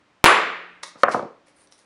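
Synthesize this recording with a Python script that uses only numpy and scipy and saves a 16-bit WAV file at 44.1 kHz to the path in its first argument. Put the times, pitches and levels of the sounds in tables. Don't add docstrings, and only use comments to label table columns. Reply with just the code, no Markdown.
import sys
import numpy as np
from scipy import signal
from scipy.fft import rfft, irfft, next_fast_len
from scipy.io import wavfile

SR = 44100
rng = np.random.default_rng(int(sys.argv[2]) if len(sys.argv) > 2 else 0)


def generate_wav(signal):
    frames = np.transpose(np.atleast_2d(signal))
    scaled = np.clip(frames, -1, 1) * 32767
    pcm = np.round(scaled).astype(np.int16)
    wavfile.write(sys.argv[1], SR, pcm)


N = 81585


def amp(db):
    return 10 ** (np.asarray(db) / 20)


def unit(x):
    return x / np.sqrt(np.mean(x ** 2) + 1e-20)


def along(points, hz):
    freqs, values = np.transpose(points)
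    return np.interp(np.log(hz + 1), np.log(freqs + 1), values)


def clock():
    return np.arange(N) / SR


def fade(t, t60):
    return np.exp(-np.log(1000) * np.maximum(t, 0) / t60)


def at(start, x):
    return np.pad(x, (round(start * SR), 0))[:N]


def filtered(x, response):
    size = next_fast_len(N + SR // 2)
    return irfft(rfft(x, size) * response(np.fft.rfftfreq(size, 1 / SR)), size)[:N]


def soften(x, hz, order=2):
    return signal.sosfilt(signal.butter(order, hz, fs=SR, output="sos"), x)


def thin(x, low_hz):
    return filtered(x, lambda hz: (1j * hz / (1j * hz + low_hz)) ** 2)


def band_limit(x, top_hz):
    return filtered(x, lambda hz: 1 / (1 + (hz / top_hz) ** 50))


def noise(spectrum):
    return unit(filtered(rng.standard_normal(N), lambda hz: amp(along(spectrum, hz))))


def ring(modes):
    t = clock()
    return sum((-1) ** k * amp(db + rng.normal()) * np.sin(2 * np.pi * hz * t) * fade(t, t60)
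               for k, (hz, db, t60) in enumerate(modes))


# (frequency [Hz], relative level [dB])
AIR_SPECTRUM = [(20, -20), (45, -10.5), (80, -7), (170, -4.5), (300, -2.5), (500, -4.5), (1100, -4.5),
                (2500, -11.5), (5000, -20), (10000, -32), (12000, -55.5)]

def room_tone():
    return amp(-62.5) * noise(AIR_SPECTRUM) + amp(-71) * np.sin(2 * np.pi * 300 * clock())


# (frequency [Hz], t60 [s])
ROOM_DECAY = [(60, .55), (250, 0.71), (1000, 0.59), (2000, 0.76), (4000, 0.66), (7000, .48), (11000, 0.21)]

def room_tail(x):
    hz, t, bands = signal.stft(x, SR, nperseg=256)
    decay = fade(t, along(ROOM_DECAY, hz)[:, None])
    return signal.istft(bands * decay, SR, nperseg=256)[1][:N]


def room_echo(x):
    answer = at(0.0025, room_tail(rng.standard_normal(N)) * fade(clock(), t60=0.91))
    return signal.fftconvolve(x, answer / np.linalg.norm(answer))[:N]


# (time [s], level [dB], rise [s], hold [s], t60 [s], body [dB], sheen [dB])
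STROKES = [(0.828, -39, 0.0048, 0.005, 0.049, 4, -11), (0.858, -50, .01, 0.016, 0.075, -21.5, -7),
           (0.967, -54.5, 0.04, .012, .08, -0.5, -31), (1.083, -50.5, 0.011, 0.0025, 0.11, -12, -21),
           (1.1115, -38.5, 0.0073, 0.0035, 0.12, 8.5, -10.5), (1.456, -67, .015, .015, .2, 5.5, -3.5),
           (1.54, -69.5, 0.054, 0.049, 0.096, 3, 5.5), (1.709, -68, .005, .02, .2, -6, 4),
           (1.775, -66, .005, 0.013, .22, -2, -2)]
# (frequency [Hz], relative level [dB])
HISS_SPECTRUM = [(100, -50), (800, -15.5), (2500, -8), (3700, 2.5), (4400, 6), (5800, 5.5), (7500, -0.5),
                 (10000, -2.5), (11000, -9.5), (12000, -26)]
BODY_SPECTRUM = [(100, -45.5), (350, -10.5), (550, 10), (750, -7.5), (1150, 3), (1450, -8.5), (1900, -1),
                 (2800, -7.5), (4000, -16.5), (8000, -38)]
SHEEN_SPECTRUM = [(5000, -25.5), (7500, -13), (9000, 3), (10300, -0.5), (11500, -23.5)]
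# (time [s], level [dB])
PAPER_TICKS = [(0.836, -37), (1.673, -53.5), (1.718, -58.5), (1.7234, -44.5)]

def paper(snaps_per_s=170):
    t, rubbing = clock(), np.zeros(N)
    hiss, body, sheen = noise(HISS_SPECTRUM), noise(BODY_SPECTRUM), noise(SHEEN_SPECTRUM)
    snaps = 1.0 * (rng.random(N) < snaps_per_s / SR)
    crinkle = unit(signal.fftconvolve(snaps, fade(t, t60=0.0068))[:N])
    flutter_db = unit(soften(rng.standard_normal(N), hz=300))
    grain = unit(amp(flutter_db) + amp(-8.5) * crinkle)
    for start, db, rise, hold, t60, body_db, sheen_db in STROKES:
        stroke = np.clip((t - start) / rise, 0, 1) * fade(t - start - rise - hold, t60)
        friction = hiss + amp(body_db) * body + amp(sheen_db) * sheen
        rubbing += amp(db) * stroke * grain * friction
    for start, db in PAPER_TICKS:
        rubbing += amp(db) * at(start, fade(t, t60=0.012)) * (hiss + amp(-5.5) * body)
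    return thin(rubbing + amp(-5) * room_echo(rubbing), low_hz=300)


# (time [s], level [dB], low-pass [Hz], thud [dB], echo [dB], clack [dB])
CONTACTS = [(0.9556, -41.5, 1608, 6, -7, -25), (1.0337, 1.5, 2910, -25.5, -20.5, -12),
            (1.0824, -7.5, 1900, -22, -16.5, -39), (1.1445, -2.5, 960, -12.5, -18, -34),
            (1.1635, -12.5, 683, -6, -14, -34), (1.1934, -10, 790, -9, -17, -27),
            (1.227, -22.5, 836, 1, -14, -17), (1.249, -25, 580, -1, -8, -37)]
# (frequency [Hz], level [dB], t60 [s])
CONTACT_MODES = [(460, -15, .035), (562.4, -6.5, 0.038), (725.6, -11.5, 0.062), (972, -15, 0.025),
                 (1052, -9, 0.034), (1244, -4, 0.034), (1507, -2, 0.016), (1802, -10.5, 0.024)]
THUD_MODES = [(85, -13.5, 0.029), (135, -11, 0.057), (215, -5.5, 0.041), (340, -8, .03)]
# (frequency [Hz], relative level [dB])
CLACK_SPECTRUM = [(500, -5.5), (1700, 7.5), (2700, -10.5), (4200, 7), (5800, -19.5), (8000, -23),
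                  (11000, -22)]
BOARD_SPECTRUM = [(60, -34), (250, -26.5), (450, -6), (800, 1.5), (1300, 0), (1900, -2.5), (2800, -18),
                  (4000, -35.5), (8000, -53.5)]
KNOCK_ECHO_SPECTRUM = [(50, -19.5), (150, -12), (300, -6), (520, 0), (800, -3.5), (1150, 3), (1700, -6),
                       (2600, -17), (3800, -29), (9000, -34.5)]

def rocking_hammer():
    t, knocks = clock(), np.zeros(N)
    near_surfaces = fade(t, t60=0.8)
    for start, db, bright_hz, thud_db, echo_db, clack_db in CONTACTS:
        clack = amp(clack_db) * noise(CLACK_SPECTRUM) * fade(t, t60=0.005)
        boards = amp(-13) * noise(BOARD_SPECTRUM) * fade(t, t60=0.04)
        echo = amp(echo_db) * room_tail(noise(KNOCK_ECHO_SPECTRUM)) * near_surfaces
        knock = soften(ring(CONTACT_MODES) + boards + echo, bright_hz, order=3)
        thud = amp(thud_db) * ring(THUD_MODES)
        knocks += amp(db) * at(start, knock + clack + thud)
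    return thin(knocks, low_hz=110)


# (frequency [Hz], relative level [dB])
BANG_SPECTRUM = [(40, -31), (200, -22.5), (600, -9), (900, -4), (1180, 2.5), (1700, -3.5), (2400, -7),
                 (3200, -3.5), (5000, -20.5), (10500, -34.5), (13000, -44.5)]
BLOW_ECHO_SPECTRUM = [(40, -37), (110, -29), (250, -12), (450, -1.5), (750, -2.5), (1150, 4.5),
                      (1600, -0.5), (2600, -5.5), (4200, -17), (6000, -26), (10500, -23), (12000, -60.5)]
# (frequency [Hz], level [dB], t60 [s])
BLOW_TONES = [(65, -35, .2), (125, -32, .25), (178, -48, 2.2), (339, -24, .34), (412, -26, .38),
              (792, -25, .38), (1127, -17, .48), (1186, -16, .45), (1245, -20, .5), (1452, -27, .66),
              (1529, -42, 1.2), (1954, -29, .62), (2304, -25, .45)]
# (frequency [Hz], level [dB], t60 [s])
PUNCH_MODES = [(6293, -35, .42), (7251, -32, .47), (8640, -25, .13), (9130, -22, .17), (9641, -33, .28),
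               (10220, -24, .29), (11190, -38, .22)]
# (time [s], level [dB], width [ms])
OVERLOAD_CRACKS = [(0.2415, 7, 0.15), (0.2423, 23.5, 0.26), (0.2446, 3, 0.13), (0.2479, 6.5, 0.23),
                   (0.2546, 3, 0.17), (.2568, -4, .2), (.259, -2.5, 0.41)]

def hammer_blow(start_s=0.2418, choke_s=0.0171, echo_build_s=0.023):
    t = clock()
    bang = amp(12) * noise(BANG_SPECTRUM) * fade(t, t60=0.069)
    echo = amp(-5.5) * room_tail(noise(BLOW_ECHO_SPECTRUM)) * (1 - np.exp(-t / echo_build_s))
    blow = bang + echo + ring(BLOW_TONES) + ring(PUNCH_MODES)
    choke = np.where(t < choke_s, amp(-53), 1)
    pulses = sum(at(start, amp(db) * np.clip((width_ms * 1e-3 - t) * SR, 0, 1))
                 for start, db, width_ms in OVERLOAD_CRACKS)
    cracks = filtered(pulses, lambda hz: 1j * hz / (1j * hz + 650))
    return at(start_s, blow * choke) + soften(cracks, hz=9000)


def scene():
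    return (hammer_blow() + rocking_hammer() + paper() + room_tone())[None]


def record(dry):
    microphone = band_limit(dry[0], top_hz=11350)
    clipped = np.clip(microphone, -1, 1)
    return band_limit(clipped, top_hz=16000)[None]


dry = scene()
out = record(dry)
generate_wav(out)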